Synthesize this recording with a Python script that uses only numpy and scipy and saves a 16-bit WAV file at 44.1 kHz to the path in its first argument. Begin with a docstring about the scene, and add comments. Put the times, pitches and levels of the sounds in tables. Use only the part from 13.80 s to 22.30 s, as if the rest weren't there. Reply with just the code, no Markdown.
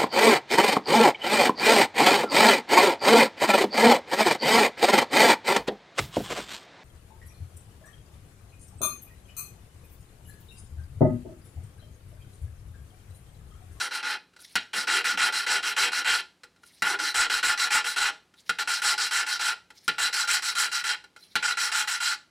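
"""A gritty rasp swings back and forth: a stick spun between the palms laps an engine valve into its seat.
Each half turn crushes abrasive grit, which makes the valve and the block ring. Between bouts the valve
is lifted with soft knocks, its stem hisses along the guide, and it clacks back on to the seat.
Random grains and noise pass through filters shaped like the metal; short groans and chirps, a small
workshop's echoes, its still air and a faint hum are added. Both channels carry the same sound."""
import sys
import numpy as np
from scipy import signal
from scipy.fft import rfft, irfft
from scipy.io import wavfile
from scipy.ndimage import uniform_filter1d, minimum_filter1d

SR = 44100
rng = np.random.default_rng(int(sys.argv[2]) if len(sys.argv) > 2 else 0)


def generate_wav(signal):
    """Clip the signal to [-1, 1] and save it as 16-bit WAV at the path in sys.argv[1]."""
    frames = np.transpose(np.atleast_2d(signal))
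    scaled = np.clip(frames, -1, 1) * 32767
    pcm = np.round(scaled).astype(np.int16)
    wavfile.write(sys.argv[1], SR, pcm)


N = 374850
TIME = np.arange(N) / SR  # s
SIZE = 16384  # samples in a filter response
HZ = np.maximum(np.arange(SIZE // 2 + 1) * SR / SIZE, 1)  # frequencies of the gain curves


def from_db(db):
    """Turn decibels into an amplitude factor."""
    return 10 ** (np.asarray(db) / 20)


def rms_one(x):
    """Scale a signal to an rms level of 1."""
    return x / np.sqrt(np.mean(x ** 2) + 1e-20)


def colour(points):
    """Gain at each frequency, drawn through (frequency [Hz], level [dB]) points."""
    hz, db = np.transpose(points)
    return from_db(np.interp(np.log(HZ), np.log(hz), db))


def above(edge_hz):
    """Gain of a steep high-pass."""
    return 1 / np.sqrt(1 + (edge_hz / HZ) ** 20)


def below(edge_hz):
    """Gain of a steep low-pass."""
    return 1 / np.sqrt(1 + (HZ / edge_hz) ** 20)


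def sound_through(force, gain):
    """Filter that reacts as early as its gain curve allows (minimum phase); white noise keeps its power."""
    cepstrum = irfft(np.log(gain / gain.max() + 1e-5))
    # fold the second half on to the first, so that nothing sounds before its cause
    cepstrum[1:SIZE // 2] *= 2
    cepstrum[SIZE // 2 + 1:] = 0
    response = irfft(np.exp(rfft(cepstrum)))
    response = response / np.linalg.norm(response)
    return signal.oaconvolve(force, response)[:N]


def drift(rate):
    """Smooth random wandering: a new random value this many times a second, joined by straight lines."""
    knots = rng.standard_normal(N // 40)
    return np.interp(TIME * rate, np.arange(len(knots)), knots)


def grit(per_s, spread_db):
    """Grains crack at random moments, most small and a few large; rms 1."""
    sizes = from_db(spread_db * np.minimum(rng.exponential(1, N), 4))
    cracks = rng.random(N) < per_s / SR
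    push_or_pull = rng.choice([-1, 1], N)
    return rms_one(cracks * sizes * push_or_pull)


def burst(start, rise_s, t60):
    """Envelope that rises, then dies away by 60 dB in t60 seconds."""
    age = np.clip(TIME - start, 0, 1)
    return (1 - np.exp(-age / rise_s)) * from_db(-60 * np.minimum(age / t60, 3))


def swelling(middle, length):
    """Bell-shaped envelope."""
    return np.exp(-np.minimum(((TIME - middle) / length) ** 2, 20))


def roaming(force, centres_hz, roam_db, rate):
    """The contact wanders, so each region of the spectrum is driven more, then less."""
    out = force
    for hz in centres_hz:
        band = signal.lfilter(*signal.iirpeak(hz, 4, fs=SR), force)
        wander_db = roam_db * np.clip(drift(rate), -2, 2)
        out = out + band * (from_db(wander_db) - 1)
    return rms_one(out)


# colour of the still air in the shop: (frequency [Hz], level [dB])
AIR_COLOUR = [(25, -35.5), (38, -21), (55, 0.5), (95, -1), (130, 4), (185, 3.5), (300, 4), (600, -3),
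              (1400, -5), (3000, -8.5), (8000, -16), (11000, -19.5), (15500, -31)]


def still_air(air_db=-68):
    """The still air of the shop: steady coloured noise."""
    return from_db(air_db) * sound_through(rng.standard_normal(N), colour(AIR_COLOUR))


# faint steady tones in the shop: (frequency [Hz], rms level [dB])
HUM_TONES = [(60, -84), (95, -83), (180, -79), (378, -85)]


def hum():
    """Steady sine tones; the root of 2 turns an rms level into a peak."""
    return sum(np.sqrt(2) * from_db(db) * np.sin(2 * np.pi * hz * TIME) for hz, db in HUM_TONES)


# colour of the room's answer: (frequency [Hz], level [dB])
WALL_COLOUR = [(100, 9.5), (500, 7.5), (1500, -2), (4000, 2.5), (8000, -5), (15000, -10.5)]


def workshop(x, early_db=-12.5, early_t60=0.094, late_db=-14.0, late_t60=0.28):
    """Scattered reflections from bench and wall, then a short diffuse tail: two fading bursts of noise."""
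    t = TIME[:SR]
    answer = 0
    for db, t60, first_s in ((early_db, early_t60, .004), (late_db, late_t60, .012)):
        echoes = rng.standard_normal(len(t)) * from_db(-60 * t / t60) * (t > first_s)
        answer = answer + from_db(db) * echoes / np.linalg.norm(echoes)
    walls = colour(WALL_COLOUR)
    wall_level = np.sqrt(np.mean(walls ** 2))  # puts back the level that the filter evens out
    return sound_through(signal.oaconvolve(x, answer)[:N], walls) * wall_level


def palms(hard_db=1.5, rock_db=-63, rock_at=0.4, rock_s=.03):
    """Half turns pressed at least this hard rock the block: a faint low thud, part of the way through."""
    push = sum(from_db(rock_db + force_db) * swelling(start + rock_at * (end - start), rock_s)
               for start, end, force_db, swell_db in HALF_TURNS if force_db >= hard_db)
    thud_colour = colour([(10, 1.5), (35, -2), (80, -3.0), (160, -14), (600, -40)])
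    return sound_through(push * rng.standard_normal(N), thud_colour)


# the rubber cup groans as it twists on the valve:
# (middle [s], half length [s], frequency [Hz], level before a shared trim [dB])
CUP_GROANS = [(.98, .016, 255, -53), (1.16, 0.045, 375, -52.5), (1.35, 0.019, 232, -51),
              (3.1, 0.051, 370, -51), (3.23, .02, 322, -50)]
# the stem sings briefly in its guide:
# (middle [s], half length [s], frequency [Hz], level before a shared trim [dB])
STEM_CHIRPS = [(5.97, 0.009, 4050, -60), (7.43, 0.015, 4100, -49.5)]


def rubbing(rows, width_hz, rub_db):
    """Stick and slip, made from noise, swell and fade in one narrow resonance."""
    out = 0
    for middle, length, hz, db in rows:
        slips = rng.standard_normal(N) * swelling(middle, length) * from_db(db + rub_db)
        resonance = 1 / (1 + (2 * (HZ - hz) / width_hz) ** 2)
        out = out + sound_through(slips, resonance)
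    return out


# resonances of valve and block: (frequency [Hz], width [Hz], height above the broad response [dB])
ENGINE_RESONANCES = [(843.0, 36.0, 18.0), (1391.0, 42.0, 25.0), (1442.0, 54.0, 24.5), (1535.0, 70.0, 16.5),
                     (1739.0, 58.0, 15.5), (1966.0, 106.0, 11.5), (2096.0, 70.0, 9.8), (2499.0, 30.0, 8.4),
                     (2790.0, 44.0, 11.5), (3126.0, 55.0, 11.0), (3231.0, 24.0, 3.8), (3315.0, 65.0, 6.8),
                     (3871.0, 24.0, 8.0), (3972.0, 33.0, 10.8), (4045.0, 73.0, 12.7), (4352.0, 24.0, 5.6),
                     (4424.0, 110.0, 5.9), (4966.0, 81.0, 5.3), (5343.0, 29.0, 6.4), (5455.0, 37.0, 6.6),
                     (5905.0, 105.0, 6.6), (6731.0, 34.0, 9.9), (6956.0, 162.0, 5.0), (7296.0, 28.0, 7.2),
                     (7547.0, 74.0, 5.9), (7768.0, 136.0, 6.7), (7900.0, 50.0, 7.7), (9668.0, 78.0, 5.4),
                     (13757.0, 346.0, 9.3)]
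# broad response of the metal: (frequency [Hz], level [dB])
METAL_COLOUR = [(150.0, -37.5), (225.0, -34.5), (420.0, -25), (570.0, -30.5), (1000.0, -28.5),
                (1600.0, -24), (2400.0, -17), (3600.0, -20.5), (5600.0, -19), (6500.0, -28),
                (7800.0, -25.5), (9400.0, -24.5), (11000.0, -32.5), (15500.0, -47)]


def engine_gain():
    """Resonance peaks standing on the broad response of the metal."""
    peaks = sum((from_db(2 * db) - 1) / (1 + (2 * (HZ - hz) / width) ** 2)
                for hz, width, db in ENGINE_RESONANCES)
    return colour(METAL_COLOUR) * np.sqrt(np.maximum(1 + peaks, .1))


# soft knocks as the valve pulls free of the paste or nudges its guide:
# (time [s], level before a shared trim [dB])
SOFT_KNOCKS = [(0.533, -50), (0.563, -40.5), (0.59, -44), (0.619, -47), (2.634, -31), (2.761, -52),
               (2.833, -41), (4.538, -48), (5.903, -36), (7.24, -38), (7.362, -36.5)]
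# the stem slides up or down its guide: (middle [s], half length [s], level [dB])
STEM_SLIDES = [(0.628, 0.035, -51), (0.722, 0.037, -55.5), (2.893, 0.047, -58), (2.99, 0.04, -61.5),
               (4.597, 0.028, -61), (4.685, 0.03, -55), (5.973, 0.029, -56.5), (6.047, 0.023, -55),
               (7.425, 0.042, -57), (7.522, 0.029, -61)]
# colour of the sliding stem: (frequency [Hz], level [dB])
STEM_COLOUR = [(710, -48), (1200, -30.5), (1610, -12), (2260, -7.5), (2440, -14), (3680, -7.5),
               (3960, -3.5), (4690, -6.5), (5500, -5), (6370, -11.5), (7960, -16), (9620, -9),
               (15000, -22.5)]


def lifts(engine, nudge_db=-4.0):
    """The raised valve knocks softly and its stem hisses along the guide; grains of paste drive both."""
    knocks = sum(from_db(db + nudge_db) * burst(s, rise_s=0.0011, t60=0.058) for s, db in SOFT_KNOCKS)
    slide = sum(from_db(db) * swelling(s, length) for s, length, db in STEM_SLIDES)
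    paste = grit(per_s=5000, spread_db=2.6)
    scuff = roaming(paste, np.geomspace(2000, 10000, num=6), roam_db=6.5, rate=66)
    knock_colour = colour([(200, 2), (550, 8.5), (1400, -1), (4000, -3.5), (12000, -2)])
    knocking = sound_through(knocks * paste, engine * knock_colour)
    sliding = sound_through(slide * scuff, colour(STEM_COLOUR))
    return knocking + sliding


# the valve drops on its seat:
# (time [s], strike level before a shared trim [dB], fin ring before a shared trim [dB])
VALVE_DROPS = [(0.7548, -8.5, -18), (3.0212, -11, -34), (4.6935, -12, -31), (6.0793, -9.5, -21),
               (7.5545, -10, -20)]
# colour of a drop against that of the grinding: (frequency [Hz], level [dB])
DROP_COLOUR = [(40, -2), (70, 3), (110, 5.5), (170, 11), (260, 6), (500, -1), (850, 1), (1400, 1),
               (2400, -2), (4000, -3.5), (8000, -3), (15000, 1)]


def drops(engine, clack_db=-1.0, strike_db=2.0, fins_db=1.0, fins_t60=0.11):
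    """The valve strikes its seat and settles in a quick rattle of contacts; the cooling fins ring on briefly."""
    strike = np.zeros(N)
    for s, db, ring_db in VALVE_DROPS:
        strike[round(s * SR)] = from_db(db + strike_db)
    settle = sum(from_db(db) * burst(s, rise_s=.0003, t60=.046) for s, db, ring_db in VALVE_DROPS)
    rattle = settle * grit(per_s=7000, spread_db=1.5)
    fins = sum(from_db(ring_db + fins_db) * burst(s, rise_s=0.0045, t60=fins_t60)
               for s, db, ring_db in VALVE_DROPS)
    fin_colour = colour([(1400, -9.0), (2300, 2), (3700, 1.5), (7000, -13.0), (12000, -17)])
    clack = sound_through(strike + rattle * from_db(clack_db), engine * colour(DROP_COLOUR))
    ringing = sound_through(fins * rng.standard_normal(N), engine * fin_colour)
    return clack + ringing


def stick_speed(share, start_speed=0.45, end_speed=0.13, fastest_at=0.42):
    """Speed over a half turn (top speed 1): a quarter sine up to the top, another down to the stall."""
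    share = np.clip(share, 0, 1)
    rising = start_speed + (1 - start_speed) * np.sin(np.pi / 2 * share / fastest_at)
    falling = end_speed + (1 - end_speed) * np.sin(np.pi / 2 * (1 - share) / (1 - fastest_at))
    return np.maximum(np.where(share < fastest_at, rising, falling), 1e-3)


# half turns of the stick:
# (start [s], end [s], hand pressure [dB], swell of the pressure from early to late [dB])
HALF_TURNS = [(-0.03, 0.089, -3.5, 1.5), (0.109, 0.218, -6, -2), (0.227, 0.374, -3.0, 0.5),
              (0.932, 1.05, -1, -1), (1.071, 1.22, 2.5, 1), (1.242, 1.357, 0, 0.5),
              (1.373, 1.502, 4.0, 3.5), (1.524, 1.655, -1.5, -3.5), (1.664, 1.805, 3.0, 3.5),
              (1.827, 1.939, -1.0, 1.5), (1.964, 2.097, 4, 3.5), (2.118, 2.23, -0.5, 3),
              (2.245, 2.418, 2.0, -2), (3.032, 3.16, 0.5, 6), (3.189, 3.328, -1.5, -1.5),
              (3.343, 3.468, 5.5, 3), (3.498, 3.614, 1.5, -3), (3.628, 3.751, 4, 2), (3.775, 3.887, 0.5, 4),
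              (3.904, 4.017, 3.5, 3.5), (4.043, 4.16, -5, -11.5), (4.161, 4.307, 3, 5),
              (4.786, 4.837, 0, 0), (4.874, 5.008, -1.5, -6.5), (5.018, 5.151, 2.5, 4),
              (5.178, 5.3, -2, -5.5), (5.309, 5.445, 1.5, 3.5), (5.464, 5.588, -4, -5),
              (5.593, 5.739, 0, 2), (6.182, 6.3, 2.0, -3), (6.327, 6.461, -0.5, 2),
              (6.474, 6.598, 1.5, 2.5), (6.622, 6.736, -3, 0.5), (6.751, 6.887, 1, 4.5),
              (6.915, 7.026, -4, -1), (7.039, 7.156, 0.5, 2.5), (7.625, 7.746, 0.5, -5),
              (7.771, 7.907, -1.5, -0.5), (7.917, 8.051, 0.5, 4), (8.074, 8.191, -3, -4),
              (8.202, 8.361, -1.0, -1)]
# how the parts of the rasp answer, by name: (level [dB], rise with pressure [dB per dB],
# power of the speed [no unit], fresh paste [dB], wear [dB per s], rise with treble [dB per dB],
# change from early to late in a half turn [dB])
RASP_PARTS = {"low rub": (-54, 1.22, 0.03, 6.5, -1.31, -.3, -3),
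              "block": (-46.5, 1.64, 0.27, 3, -0.37, 0.0, -2),
              "valve": (-28, 1.0, 0.64, 0.6, -0.02, -0.07, 0.3),
              "hiss": (-32.5, 0.49, 1.28, -7.5, 0.49, 1.56, 2.4),
              "stem": (-43.5, 1.37, 2.0, -9, 1.42, 2.04, -2)}
# level of the treble in the rasp: (time [s], level [dB])
TREBLE_LEVEL = [(0, 0.5), (.25, -1.5), (.98, 2), (1.14, 2), (1.3, 0), (1.6, 1.3), (2.3, 0.5), (3.42, 2),
                (3.55, 0.5), (3.7, 1.5), (4.2, 0), (5.1, 2), (5.65, -0.5), (6.4, 2), (6.9, 0), (7.1, -1.5),
                (7.85, 0.5), (8.3, -0.5)]
BITE_S, STOP_S = .0015, 0.0029  # attack of a half turn, release after its stall
GRIP_DB, GRIP_S = 4.0, 0.017    # extra force as the resting paste breaks loose, and its fading time
FRESH_S = .14                   # thinning time of the thick cushion of fresh paste after a drop


def turning(swell_limit=.65):
    """Strength of each part of the rasp, from hand pressure, stick speed and the state of the paste."""
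    out = np.zeros((len(RASP_PARTS), N))
    fresh = sum((TIME > s) * np.exp(-np.abs(TIME - s) / FRESH_S) for s, db, ring_db in VALVE_DROPS)
    treble_db = np.interp(TIME, *np.transpose(TREBLE_LEVEL))
    for start, end, force_db, swell_db in HALF_TURNS:
        at = (TIME > start - BITE_S) & (TIME < end + 10 * STOP_S)
        t = TIME[at]
        share = (t - start) / (end - start)  # 0 at the start of the half turn, 1 at its end
        attack = np.minimum((t - start + BITE_S) / (2 * BITE_S), 1)
        gate = attack * np.exp(-np.maximum(t - end, 0) / STOP_S)
        grip_db = GRIP_DB * np.exp(-np.abs(t - start) / GRIP_S)
        late = np.clip(share - .5, -swell_limit, swell_limit)
        pressure_db = force_db + swell_db * late
        speed = stick_speed(share)
        for k, part in enumerate(RASP_PARTS.values()):
            db, follows, power, fresh_db, wear_db_per_s, follows_treble, late_db = part
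            paste_db = fresh_db * fresh[at] + wear_db_per_s * t + follows_treble * treble_db[at]
            level_db = db + follows * pressure_db + grip_db + paste_db + late_db * late
            out[k, at] += gate * speed ** power * from_db(level_db)
    return out


# level of the block's ring, slowly changing from bout to bout: (time [s], level [dB])
BLOCK_LEVEL = [(.2, 2.5), (1.1, -2), (2.2, -2), (3.1, 4.5), (3.5, -3.5), (3.9, 1), (4.9, 1.5), (5.5, 0),
               (6.8, -2.5), (7.9, 1)]


def grinding(engine, judder_db=1.47):
    """Crushed grit drives block, valve and stem; the valve rides unevenly on the paste."""
    rub, block, valve, hiss, stem = turning()
    block = block * from_db(np.interp(TIME, *np.transpose(BLOCK_LEVEL)))
    uneven = rms_one(from_db(judder_db * drift(70)))
    flutter = rms_one(from_db(.8 * drift(260)))
    coarse = grit(per_s=6000, spread_db=2.6) * uneven * flutter
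    fine = .6 * coarse + grit(per_s=8000, spread_db=2.8) * uneven
    coarse = roaming(coarse, [260, 340, 450, 620, 850, 1100, 2000, 2600, 3300], roam_db=2.0, rate=30)
    fine = roaming(fine, np.geomspace(4000, 13500, num=7), roam_db=2.4, rate=26)
    stem_grit = grit(per_s=10000, spread_db=6.5) * uneven
    stem_zone = above(6720) * below(8380)
    outside_stem = np.sqrt(1 - stem_zone ** 2)  # the hiss leaves the stem's zone free
    return (sound_through(coarse * rub, engine * above(175) * below(636))
            + sound_through(coarse * block, engine * above(658) * below(972))
            + sound_through(coarse * valve, engine * above(936) * below(3750))
            + sound_through(fine * hiss, engine * above(3600) * outside_stem)
            + sound_through(stem_grit * stem, engine * stem_zone))


def scene():
    """The work and its echoes, the air and the hum reach both channels alike."""
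    engine = engine_gain()
    groans = rubbing(CUP_GROANS, width_hz=110, rub_db=3.0)
    chirps = rubbing(STEM_CHIRPS, width_hz=110, rub_db=-4.5)
    work = grinding(engine) + drops(engine) + lifts(engine) + palms() + groans + chirps
    return np.tile(work + workshop(work) + still_air() + hum(), (2, 1))


def record(dry, ceiling_db=-13.6, release_db_per_s=5000, cutoff_hz=15900):
    """A very quick limiter holds the loudest peaks down, then a steep low-pass cuts the top."""
    over_db = np.maximum(20 * np.log10(np.abs(dry[0]) + 1e-9) - ceiling_db, 0)
    # the cut jumps up with each peak and then falls at the release rate
    recovery = release_db_per_s * TIME
    cut_db = np.maximum.accumulate(over_db + recovery) - recovery
    # widen each cut by a few samples, then smooth it
    gain_db = uniform_filter1d(minimum_filter1d(-cut_db, size=15), size=15)
    low_pass = signal.ellip(12, .1, 90, cutoff_hz, fs=SR, output="sos")
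    return signal.sosfilt(low_pass, dry * from_db(gain_db))


dry = scene()
out = record(dry)
generate_wav(out)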